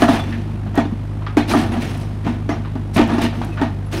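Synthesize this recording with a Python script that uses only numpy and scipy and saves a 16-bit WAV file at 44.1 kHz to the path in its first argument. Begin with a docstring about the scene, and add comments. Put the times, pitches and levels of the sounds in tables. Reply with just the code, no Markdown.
"""The steel bucket of a small excavator digs stony ground in a back yard, close to a single microphone.
It knocks on rock, booming and clanging, and grinds through gravel between the blows. Loose stones clack,
chips snap, the teeth squeak briefly and earth tumbles off. Behind it the diesel engine drones and sags
under load, and the house walls answer faintly."""
import sys
import numpy as np
from scipy import signal
from scipy.fft import rfft, irfft
from scipy.io import wavfile

SR = 44100
rng = np.random.default_rng(int(sys.argv[2]) if len(sys.argv) > 2 else 0)


def put_to_file(sound):
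    """Save the sound as 16-bit audio at rate SR, in the file named by the first command-line argument."""
    columns = np.atleast_2d(sound).T  # one column per channel
    safe = np.clip(columns, -1, 1)
    whole_steps = np.round(safe * 32767)
    wavfile.write(sys.argv[1], SR, whole_steps.astype(np.int16))


N = 176400
T = np.arange(N) / SR
CONTACT_S, CRACK_RISE_S = 0.0015, 0.00072


def from_db(db):
    """Decibels to gain."""
    return 10 ** (np.asarray(db) / 20)


def rms_one(x):
    """Scale to rms 1."""
    return x / np.sqrt(np.mean(x ** 2) + 1e-20)


def unit_energy(response):
    """Scale a response so that white noise keeps its level."""
    return response / np.sqrt(np.sum(response ** 2))


def through(x, response):
    """Play a sound through an impulse response."""
    return signal.fftconvolve(x, response)[:N]


def filtered(x, order, hz, kind="low"):
    """Butterworth filter."""
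    return signal.sosfilt(signal.butter(order, hz, kind, fs=SR, output="sos"), x)


def colour(x, spectrum):
    """Shape a steady sound by (freq_hz, level_db) points; rms 1."""
    hz, db = np.transpose(spectrum)
    bins_hz = np.maximum(np.fft.rfftfreq(N, 1 / SR), 1)
    gain = from_db(np.interp(np.log(bins_hz), np.log(hz), db))
    return rms_one(irfft(rfft(x) * gain, N))


def drift(rate_hz):
    """A smooth random wander with spread 1."""
    step, settle = 40, 2000
    pole = np.exp(-2 * np.pi * rate_hz * step / SR)
    noise = rng.standard_normal(N // step + settle + 2)
    slow = signal.lfilter([1], [1, -2 * pole, pole * pole], noise)[settle:]
    return np.interp(np.arange(N) / step, np.arange(len(slow)), rms_one(slow))


def decay(t, t60):
    """Exponential fall of 60 dB in t60 seconds."""
    return np.exp(-np.log(1000) * t / t60)


def envelope(start, rise, hold, t60):
    """Linear attack, then exponential release from hold seconds after the start."""
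    age = T - start
    return np.clip(age / rise, 0, 1) * decay(np.clip(age - hold, 0, 2 * t60), t60)


def sine(hz, start):
    """A tone that rises through zero at the start time."""
    return np.sin(2 * np.pi * hz * (T - start))


# Tones of the diesel, behind the bucket: firing_multiple, level_db
ENGINE_ORDERS = [(1, -32), (1.5, -39.5), (2, -25.5), (2.5, -44.5), (3, -33.5), (4, -46.5)]
# Spectrum of its exhaust and fan: freq_hz, relative_db
EXHAUST_SPECTRUM = [(30, -33), (85, 5.5), (130, -5), (240, 2), (330, -2.5), (480, -14), (720, -13.5),
                    (3000, -29), (7500, -43.5), (9300, -41.5), (15000, -54.5)]
# The engine labours as the bucket bites: centre_s, firing_drop_hz
ENGINE_SAGS = [(0.25, 2.16), (0.88, 2.02), (1.78, 4.16), (2.97, 1.57), (3.76, 2)]

def engine(unloaded_hz=51.2, sag_s=0.15, throb_depth=0.24, noise_db=-32.5):
    """Firing tones that sag briefly under load, with noise that throbs at each firing."""
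    firing_hz = unloaded_hz - sum(drop * np.exp(-((T - s) / sag_s) ** 2) for s, drop in ENGINE_SAGS)
    phase = 2 * np.pi * np.cumsum(firing_hz) / SR
    loudest_db = max(db for _, db in ENGINE_ORDERS)
    tones = np.zeros(N)
    for multiple, db in ENGINE_ORDERS:
        waver_db = 2 * (0.0855 * (loudest_db - db)) ** 2 * drift(9.1)  # weaker tones waver more
        tones += np.sqrt(2) * from_db(db + waver_db) * np.cos(multiple * phase + rng.uniform(0, 2 * np.pi))
    exhaust = rng.standard_normal(N) * (1 + throb_depth * np.cos(phase))
    return tones + from_db(noise_db) * colour(exhaust, EXHAUST_SPECTRUM)


# Echo off a house wall a few metres away: delay_s, level_db
WALL_ECHOES = [(.024, -16)]

def yard(x, build_s=0.12, t60_s=0.24, tail_db=-14):
    """The walls return a dull echo and a faint scattered tail."""
    t = T[:SR]
    tail = rng.standard_normal(SR) * np.minimum(t / build_s, 1) * decay(t, t60_s)
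    response = from_db(tail_db) * unit_energy(tail)
    for delay, db in WALL_ECHOES:
        response[int(delay * SR)] += from_db(db)
    return filtered(through(x, response), 1, hz=6000)


def grains(per_s=5000, spread_db=2):
    """A dense stream of tiny fractures of uneven size; rms 1."""
    sizes = from_db(spread_db * np.minimum(rng.exponential(1, N), 5))
    signs = rng.choice([-1, 1], N)
    return rms_one(sizes * signs * (rng.random(N) < per_s / SR))


def pebbles(per_s=1100, t60_s=0.093, ping_db=-3, low_hz=1580, high_hz=15800):
    """Fractures mixed with the short pings of pebbles, each at a pitch of its own; rms 1."""
    pings, t = np.zeros(N + SR), T[:int(t60_s * SR)]
    for when, pitch, size in rng.random((int(per_s * N / SR), 3)):
        onset = int(when * N)
        hz = low_hz + (high_hz - low_hz) * pitch
        pings[onset:onset + len(t)] += size ** 2 * decay(t, t60_s) * np.sin(2 * np.pi * hz * t)
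    return rms_one(grains() + from_db(ping_db) * rms_one(pings[:N]))


# Spectrum of coarse grit in the trench: freq_hz, relative_db
GRIT_SPECTRUM = [(150, 10), (480, 7.5), (1200, -1), (2000, 1), (2750, 0), (4100, -7), (4800, -13),
                 (6200, -15), (8000, -27), (15000, -79)]

def grit(fractures):
    """Coarse stone breaks with a low crunch; rms 1."""
    return colour(fractures, GRIT_SPECTRUM)


# Spectrum of the finest fragments, at close range: freq_hz, relative_db
FINES_SPECTRUM = [(1500, -26), (4000, 5), (6000, 3.5), (7300, -3), (8400, 0.5), (9800, 1), (11000, -6.5),
                  (13000, -6.5), (15500, -14)]

def fines(fractures):
    """Fine fragments make a bright hiss; rms 1."""
    return colour(fractures, FINES_SPECTRUM)


# Squeaks at the bucket's teeth: start_s, pitch_hz, level_db
TOOTH_SQUEAKS = [(0.193, 3440, -30), (1.401, 4080, -37), (1.522, 9750, -35), (1.718, 10800, -45),
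                 (2.499, 6370, -45), (2.517, 5560, -43), (3.126, 9750, -47), (3.518, 2570, -38),
                 (3.855, 10800, -50.5)]

def squeaks(rise_s=0.0099, pitch_waver=0.0088):
    """Steel rubs on stone in brief wavering tones that swell and die."""
    out = np.zeros(N)
    for start, hz, db in TOOTH_SQUEAKS:
        age = np.clip((T - start) / rise_s, 0, 20)
        phase = 2 * np.pi * hz * np.cumsum(1 + pitch_waver * drift(110)) / SR
        out += from_db(db) * age * np.exp(1 - age) * np.sin(phase)
    return out


# Chips snapping in front of the microphone: start_s, level_db
STONE_CHIPS = [(0.754, -39.5), (1.880, -53), (1.972, -45), (1.999, -49), (2.023, -50), (2.967, -30),
               (3.074, -44.5), (3.217, -34), (3.446, -41.5)]

def chips(t60_s=0.04, band_hz=(5900, 12798)):
    """Stone snaps in short bright sprays of splinters."""
    bursts = sum(from_db(db) * envelope(s, CRACK_RISE_S, CONTACT_S, t60_s) for s, db in STONE_CHIPS)
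    return bursts * rms_one(filtered(grains(), 2, band_hz, "band"))


# Loose stones knocking together around the bucket: start_s, pitch_hz, relative_db
STONE_CLACKS = [(0.324, 1794, -26.5), (0.663, 693, -30.5), (1.219, 1050, -34.5), (1.265, 1203, -23),
                (1.500, 890, -26), (2.272, 805, -27), (2.648, 1100, -30.5), (3.326, 710, -25),
                (3.415, 843, -21.5), (3.573, 1450, -27.5)]

def clacks(ring_db=-3.5, body_db=-4, grit_db=-17, top_hz=4380):
    """Each stone rings briefly and hollowly, then chatters around its own pitch."""
    out = np.zeros(N)
    crunch = from_db(grit_db) * grit(pebbles())
    for start, hz, db in STONE_CLACKS:
        body = from_db(body_db) * rms_one(signal.lfilter(*signal.iirpeak(hz, Q=2.5, fs=SR), grains()))
        ring = from_db(ring_db) * envelope(start, CRACK_RISE_S, CONTACT_S, t60=0.065) * sine(hz, start)
        chatter = envelope(start, CRACK_RISE_S, CONTACT_S, t60=0.19) * (body + crunch)
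        out += from_db(db) * (ring + chatter)
    return filtered(out, 4, top_hz)


def tumbling_earth(start_s=1.62, length_s=0.41, level_db=-31, band_hz=(105, 170)):
    """Loose earth rumbles down off the bucket."""
    rumble = rms_one(filtered(grains(), 2, band_hz, "band"))
    return from_db(level_db) * envelope(start_s, rise=0.022, hold=length_s, t60=length_s) * rumble


# Low modes of bucket and arm: pitch_hz, relative_db, t60_s
BUCKET_MODES = [(161.7, -13.5, 0.088), (232.5, -2.5, 0.3), (322, -2.5, 0.06), (370, -6.5, 0.049)]

def boom_response():
    """The low modes, alternating in sign, so that the boom swells over a cycle or two; peak 1."""
    t = T[:SR // 2]
    ring = sum((-1) ** k * from_db(db) * decay(t, t60) * np.cos(2 * np.pi * hz * t)
               for k, (hz, db, t60) in enumerate(BUCKET_MODES))
    return ring / np.abs(ring).max()


# Modes of the bucket's plates, main plate first: pitch_hz, width_hz, relative_db
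STEEL_MODES = [(672.2, 54, 3), (802, 52, 0), (907, 68, -1), (1023, 70, -7), (1173, 102, -5),
               (1508, 76, -10.5), (1677, 79, -10.5), (1881, 90, -11.5)]

def plate_response(band_hz=(400, 2800)):
    """The damped ring of the steel plates, dulled by mud."""
    t = T[:SR // 4]
    ring = sum((-1) ** k * from_db(db) * width * np.exp(-np.pi * width * t) * np.cos(2 * np.pi * hz * t)
               for k, (hz, width, db) in enumerate(STEEL_MODES))
    return unit_energy(filtered(ring, 2, band_hz, "band"))


# The bucket drags through gravel close by, levels relative:
# start_s, length_s, t60_s, boom_db, clang_db, grit_db, fines_db
GRAVEL_DRAGS = [(-0.02, 0.047, 0.3, -20, -30, -29.5, -38.5), (0.074, 0.091, 0.34, -29.5, -29, -28, -43.5),
                (0.216, 0.1, 1, -30, -46, -40, -57), (0.735, 0.018, 0.3, -26, -29, -34, -64),
                (1.473, 0.048, 0.21, -20, -44, -26.5, -35), (1.544, 0.066, 0.45, -20, -28, -28, -42),
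                (1.704, 0.08, 0.11, -22, -33, -35, -52.5), (1.792, 0.046, 0.6, -33.5, -41, -31, -44.5),
                (1.887, 0.11, 0.85, -35.5, -44, -44, -53.5), (2.233, 0.057, 0.46, -24, -37, -36, -58),
                (2.501, 0.025, .4, -24, -33, -38.5, -65), (2.93, 0.021, 0.23, -49, -49, -37, -38),
                (2.954, 0.03, 0.32, -17, -22.5, -19, -47), (3.064, 0.11, 0.26, -22, -30.5, -33.5, -54),
                (3.203, 0.038, 0.17, -16.5, -30.5, -24.5, -39), (3.327, 0.12, 1, -29, -45.5, -42.5, -56),
                (3.563, 0.089, 0.26, -30, -32.5, -38.5, -74),
                (3.912, 0.068, 0.32, -24.5, -37.5, -30.5, -40.5)]

def drags(rise_s=0.022, slip_hz=61, slip_db=1.5, gain_db=2.44):
    """Gravel sticks and slips under the bucket, shaking its modes; grit cracks and fines hiss."""
    power = sum(np.outer(from_db(levels_db), envelope(start, rise_s, length, t60)) ** 2
                for start, length, t60, *levels_db in GRAVEL_DRAGS)
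    stick_slip = from_db(gain_db + slip_db * drift(slip_hz))
    boom_level, clang_level, grit_level, fines_level = np.sqrt(power) * stick_slip
    boom = through(boom_level * grains(), unit_energy(boom_response()))
    clang = through(clang_level * grains(), plate_response())
    return boom + clang + grit_level * grit(grains()) + fines_level * fines(pebbles())


# The bucket strikes rock close to the microphone, levels relative:
# start_s, thud_pitch_hz, boom_db, clang_db, crunch_db
ROCK_KNOCKS = [(0.02, 286, -3, -5, -14.5), (0.082, 295, -39, -11, -29), (0.089, 270, -3, -36, -20.5),
               (0.134, 246, -13.5, -22.5, -23), (0.776, 278, -5.5, -12, -20.5),
               (0.853, 300, -22.5, -39, -43), (0.921, 220, -21, -47, -52), (1.370, 301.6, -2.5, -13.5, -16),
               (1.511, 336, -20.5, -19.5, -18.5), (1.536, 375, -28, -14, -26), (1.549, 286, -8, -23, -36),
               (1.692, 238, -17.5, -57, -53), (2.266, 245.5, -14.5, -23, -35),
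               (2.491, 298, -14, -19.5, -24), (2.754, 252, -18, -30, -39), (2.962, 202, -14.5, -16.5, -30),
               (2.994, 305, -5, -13.5, -20), (3.12, 276.6, -16, -23.5, -41),
               (3.182, 290, -14.5, -21, -22.5), (3.242, 300, -23.5, -24, -21),
               (3.615, 275, -9, -15.5, -23.5)]

def knocks(thud_db=3.5, push_db=-1, toll_db=-1, strike_db=19, chatter_db=-0.5, crumble_db=-3):
    """Each blow thuds and rings the bucket, while the rock crumbles and chatters against the plates."""
    thud, toll, push, strike, chatter, crumble = np.zeros((6, N))
    main_plate_hz = STEEL_MODES[0][0]
    for start, hz, boom_db, clang_db, crunch_db in ROCK_KNOCKS:
        thud_shape = envelope(start, rise=0.003, hold=0.003, t60=0.066)
        clang_shape = envelope(start, CONTACT_S, CONTACT_S, t60=0.13)
        crunch_shape = envelope(start - CRACK_RISE_S, CRACK_RISE_S, CRACK_RISE_S, t60=0.25)
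        thud += from_db(boom_db + thud_db) * thud_shape * np.sqrt(2) * sine(hz, start)
        toll += from_db(clang_db + toll_db) * clang_shape * sine(main_plate_hz, start)
        push[int(start * SR)] += from_db(boom_db + push_db)
        strike[int(start * SR)] += from_db(clang_db + strike_db)
        chatter += from_db(clang_db + chatter_db) * clang_shape
        crumble += from_db(crunch_db + crumble_db) * crunch_shape
    boom = through(push, boom_response())
    clang = through(strike + chatter * grains(), plate_response())
    crunch = crumble * grit(pebbles())
    # hard blows throw off far more fine splinters than soft ones
    splinters = from_db(-1.5) * crumble ** 1.57 * fines(grains())
    return thud + toll + boom + clang + crunch + splinters


def scene():
    """The digging and its echo in the yard, over the engine, in mono."""
    digging = knocks() + clacks() + drags() + tumbling_earth() + chips() + squeaks()
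    return (engine() + digging + yard(digging))[None]


def record(dry):
    """At the microphone the loudest peaks are rounded and the top is cut."""
    ceiling, cutoff_hz = 0.75, 15800
    rounded = ceiling * np.tanh(dry / ceiling)
    return signal.sosfilt(signal.ellip(10, .1, 80, cutoff_hz, fs=SR, output="sos"), rounded)


dry = scene()
out = record(dry)
put_to_file(out)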